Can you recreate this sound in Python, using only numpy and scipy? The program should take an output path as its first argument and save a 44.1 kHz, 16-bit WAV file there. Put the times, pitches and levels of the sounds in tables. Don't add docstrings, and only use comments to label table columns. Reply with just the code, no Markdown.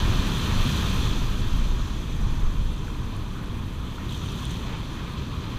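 import sys
import numpy as np
from scipy import signal
from scipy.io import wavfile
from scipy.ndimage import uniform_filter1d

SR = 44100
rng = np.random.default_rng(int(sys.argv[2]) if len(sys.argv) > 2 else 0)


def digitize_waveform(pressure):
    field = np.atleast_2d(pressure).T
    bounded = np.clip(field, -1, 1)
    quanta = np.round(bounded * 32767).astype(np.int16)
    wavfile.write(sys.argv[1], SR, quanta)


N = 246288


def from_db(db):
    return 10 ** (np.asarray(db) / 20)


def rms_one(x):
    return x / np.sqrt(np.mean(x ** 2) + 1e-20)


def in_time(rows):
    seconds, *columns = np.transpose(rows)
    return [np.interp(np.arange(N) / SR, seconds, column) for column in columns]


def drift(rate_hz):
    step = 40
    warm_up = 2000
    pole = np.exp(-2 * np.pi * rate_hz * step / SR)
    noise = rng.standard_normal(N // step + warm_up + 2)
    slow = signal.lfilter([1], [1, -2 * pole, pole * pole], noise)[warm_up:]
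    return np.interp(np.arange(N) / step, np.arange(len(slow)), rms_one(slow))


def bursts(per_s, spread_db):
    loudness_db = spread_db * np.minimum(rng.exponential(1, (2, N)), 6)
    signs = rng.choice([-1, 1], (2, N))
    happens = rng.random((2, N)) < per_s / SR
    return rms_one(from_db(loudness_db) * signs * happens)


def banded(source, spectrum, shared_db, own_db, rate_hz):
    hz_points, db_points = np.transpose(spectrum)
    octaves = np.log2(hz_points[-1] / hz_points[0])
    edges = hz_points[0] * 2 ** np.arange(0, octaves + .01, 1 / 3)
    out, together = 0, drift(rate_hz)
    for k, (low, high) in enumerate(zip(edges, edges[1:])):
        band_filter = signal.butter(2, [low, high], "band", fs=SR, output="sos")
        band = signal.sosfilt(band_filter, source[k % 2])
        level_db = np.interp(np.log(low * high) / 2, np.log(hz_points), db_points)
        out = out + band * from_db(level_db + shared_db * together + own_db * drift(rate_hz))
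    return out


def swell(peak_s, peak_db, rise_s, fade_db_per_s):
    t = np.arange(N) / SR - peak_s
    rise = np.exp(-(np.minimum(t, 0) / rise_s) ** 2)
    fade_db = fade_db_per_s * np.maximum(t, 0)
    return rise * from_db(2 * (peak_db - fade_db))


# centre in Hz, width in Hz, boost (or cut, if negative) in dB.
CAVITIES = [(758, 210, -3.5), (1034, 240, 5.5), (1255, 150, 1), (1850, 110, 1.5), (2023, 280, -4.5),
            (2295, 120, -3), (2400, 140, 2), (2855, 226, -6), (3320, 1260, 6.5), (4160, 310, 6.5),
            (4950, 180, 2), (5400, 430, -0.5), (6100, 1050, 4), (5570, 140, -2.5), (6870, 220, -1.5),
            (7460, 740, 3), (11670, 1600, -6), (12500, 400, -6), (13000, 1200, -1)]


def housing(x):
    for hz, width_hz, db in CAVITIES:
        a, w = from_db(db / 2), 2 * np.pi * hz / SR
        alpha = np.sin(w) * width_hz / hz / 2
        top = [1 + alpha * a, -2 * np.cos(w), 1 - alpha * a]
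        bottom = [1 + alpha / a, -2 * np.cos(w), 1 - alpha / a]
        x = signal.lfilter(top, bottom, x)
    return x


# time in seconds, level in dB.
GUST_LEVELS = [(0.0, -23), (0.2, -24), (0.45, -34), (0.62, -17), (0.72, -50), (0.84, -27.5), (1.01, -25.5),
               (1.23, -22.5), (1.36, -26), (1.56, -20.5), (1.8, -20), (1.85, -31.5), (2.17, -27.5),
               (2.25, -20), (2.4, -25), (2.47, -14), (2.54, -32.5), (2.6, -20), (2.78, -31), (3.1, -32),
               (3.7, -35), (4.5, -43), (4.7, -35), (5.4, -43), (5.58, -33)]
# frequency in Hz, relative strength in dB per Hz.
BUFFET_SPECTRUM = [(8, -12), (15, -4.5), (28, 4.5), (45, -6), (70, -16), (120, -36)]


def wind():
    buffet_db, = in_time(GUST_LEVELS)
    pushes = banded(rng.standard_normal((2, N)), BUFFET_SPECTRUM, shared_db=2.0, own_db=0.7, rate_hz=12.0)
    height = np.sqrt(uniform_filter1d(pushes ** 2, size=2600) + 1e-12)
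    even_pushes = rms_one(pushes / height ** 1.15)
    return from_db(buffet_db) * even_pushes


# time in seconds, coarse swing in dB, fine swing in dB (before each layer takes its share).
FIRST_WAVE_SWINGS = [(0.0, 2, -3), (0.2, 0.5, -2.5), (0.4, -1.5, 0), (0.55, 0.5, -1), (0.7, -1, 1.5),
                     (1.02, -1.5, -1), (1.15, -4.5, -3), (1.38, -7, -7.5), (1.55, -7.5, -7),
                     (1.75, -10, -9.5), (2.2, -15, -12), (3.0, -17, -17), (3.8, -23, -21.5),
                     (5.58, -25, -27)]
# far surf level in dB, first wave level in dB before its swings, share of the coarse swing,
# share of the fine swing, second wave peak level in dB, second wave fading in dB per second.
LAYER_LEVELS = [(-32.5, -25, 0.7, 0.041, -33.5, 2), (-46, -38, 0.84, 0.094, -49, 0),
                (-50.5, -35, 0.5, 0.58, -46.5, 0.8), (-71, -46, 0.1, 0.62, -55, 5.0),
                (-62, -49.5, 0.05, 1.05, -60, 12)]


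def water_gains():
    second_s, second_rise_s = 4.23, 0.18
    coarse_db, fine_db = in_time(FIRST_WAVE_SWINGS)
    gains = []
    for far_db, near_db, coarse_share, fine_share, second_db, fade_db_per_s in LAYER_LEVELS:
        first_db = near_db + coarse_share * coarse_db + fine_share * fine_db
        far_power = from_db(2 * far_db)
        first_power = from_db(2 * first_db)
        second_power = swell(second_s, second_db, second_rise_s, fade_db_per_s)
        gains.append(np.sqrt(far_power + first_power + second_power))
    return gains


# frequency in Hz, relative strength in dB per Hz.
ROAR_SPECTRUM = [(25, -19.5), (50, 1.5), (100, -0.5), (160, -4), (250, -10), (400, -18.5), (600, -27),
                 (1000, -28)]
WASH_SPECTRUM = [(400, -14), (700, -7.5), (1000, -1.5), (1500, -9), (2200, -9.5), (3200, -20)]
FOAM_SPECTRUM = [(1200, -3), (2000, -6.5), (3000, -1), (4500, -12.5), (5500, -16), (7000, -35)]
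FIZZ_SPECTRUM = [(3500, -13), (5000, -9), (6500, -1.5), (8000, -13.5), (10000, -28)]
HISS_SPECTRUM = [(5500, -33), (7500, -8), (9000, -9.5), (11000, -1.5), (13500, -6), (17500, -16)]


def water():
    roar = banded(rng.standard_normal((2, N)), ROAR_SPECTRUM, shared_db=-0.2, own_db=0.28, rate_hz=11.0)
    wash = banded(bursts(per_s=15000, spread_db=2.5), WASH_SPECTRUM, shared_db=-0.83, own_db=1.3, rate_hz=6.4)
    foam = banded(bursts(per_s=20000, spread_db=3.0), FOAM_SPECTRUM, shared_db=0.5, own_db=0.55, rate_hz=23.0)
    fizz = banded(bursts(per_s=25000, spread_db=3.0), FIZZ_SPECTRUM, shared_db=0.6, own_db=1.0, rate_hz=21.0)
    hiss = banded(bursts(per_s=30000, spread_db=1.6), HISS_SPECTRUM, shared_db=0.74, own_db=0.7, rate_hz=24.0)
    layers = [rms_one(housing(layer)) for layer in (roar, wash, foam, fizz, hiss)]
    return np.sum(np.multiply(water_gains(), layers), axis=0)


# start in seconds, peak level in dB, starting pitch in Hz,
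# ringing time in cycles of that pitch (until the fade reaches 60 dB).
DROP_EVENTS = [(2.881, -32, 1450, 14), (2.9, -35, 1060, 14), (3.1662, -38, 9900, 24),
               (3.4974, -36, 3260, 20), (3.8676, -39, 3160, 20), (3.982, -33, 1350, 23),
               (4.093, -30, 3640, 20), (4.12, -35, 3300, 22), (4.153, -41, 9200, 14),
               (4.2605, -37, 9000, 20), (4.287, -31, 3630, 22), (4.3217, -37, 9500, 14),
               (4.4254, -44, 9800, 20), (4.429, -36, 980, 11), (4.4538, -28, 8700, 21),
               (4.4535, -45, 11000, 24), (4.508, -46, 8600, 20), (4.596, -42, 10500, 16),
               (4.641, -44, 1005, 12), (4.857, -45, 9800, 14)]


def drops():
    out = np.zeros(N)
    t = np.arange(int(.05 * SR)) / SR
    for start_s, peak_db, hz, cycles in DROP_EVENTS:
        onset = 1 - np.exp(-t * hz * 0.58)
        shape = onset * from_db(-60 * t * hz / cycles)
        ringing = np.sin(2 * np.pi * hz * t * (1 + 0.0018 * hz * t))
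        tone = from_db(peak_db) * shape / shape.max() * ringing
        at = int(start_s * SR)
        out[at:at + len(t)] += tone[:N - at]
    return out


# peak time in seconds, spurt level in dB, droplet crackle level in dB.
SLAP_EVENTS = [(3.875, -48.5, -62), (4.13, -41.5, -54), (4.26, -51, -61), (4.33, -45, -60), (4.4, -49, -55),
               (4.455, -43.5, -57), (4.53, -52, -54), (4.6, -61, -59)]
# frequency in Hz, relative strength in dB per Hz.
SPURT_SPECTRUM = [(2300, -17), (3000, 12), (3800, 3), (4500, -22), (6200, -17), (7500, -25)]
DROPLET_SPECTRUM = [(4500, -17), (7000, 4), (9000, -12), (11500, -5), (17000, -14)]
GURGLE_SPECTRUM = [(400, -20), (700, 1), (1600, -6), (2600, -5), (4000, -20)]


def spray():
    spurts = banded(bursts(per_s=5000, spread_db=4.0), SPURT_SPECTRUM, shared_db=0.3, own_db=1.1, rate_hz=20.0)
    crackle = banded(bursts(per_s=1000, spread_db=3.0), DROPLET_SPECTRUM, shared_db=3.0, own_db=0.0, rate_hz=40.0)
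    gurgle = banded(bursts(per_s=2500, spread_db=3.5), GURGLE_SPECTRUM, shared_db=0.5, own_db=0.0, rate_hz=30.0)
    slap_rise_s = 0.024
    spurt_power = sum(swell(s, db, slap_rise_s, fade_db_per_s=75) for s, db, _ in SLAP_EVENTS)
    crackle_power = sum(swell(s, db, slap_rise_s, fade_db_per_s=120) for s, _, db in SLAP_EVENTS)
    gurgle_power = swell(peak_s=4.74, peak_db=-41, rise_s=0.075, fade_db_per_s=84)
    out = np.zeros(N)
    for power, layer in ((spurt_power, spurts), (crackle_power, crackle), (gurgle_power, gurgle)):
        out += np.sqrt(power) * rms_one(housing(layer))
    return out


def scene():
    return (wind() + water() + drops() + spray())[None]


def record(dry):
    cutoff_hz, ripple_db, stop_db = 15270, .3, 70
    low_pass = signal.ellip(14, ripple_db, stop_db, cutoff_hz, fs=SR, output="sos")
    return signal.sosfilt(low_pass, dry)


dry = scene()
out = record(dry)
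digitize_waveform(out)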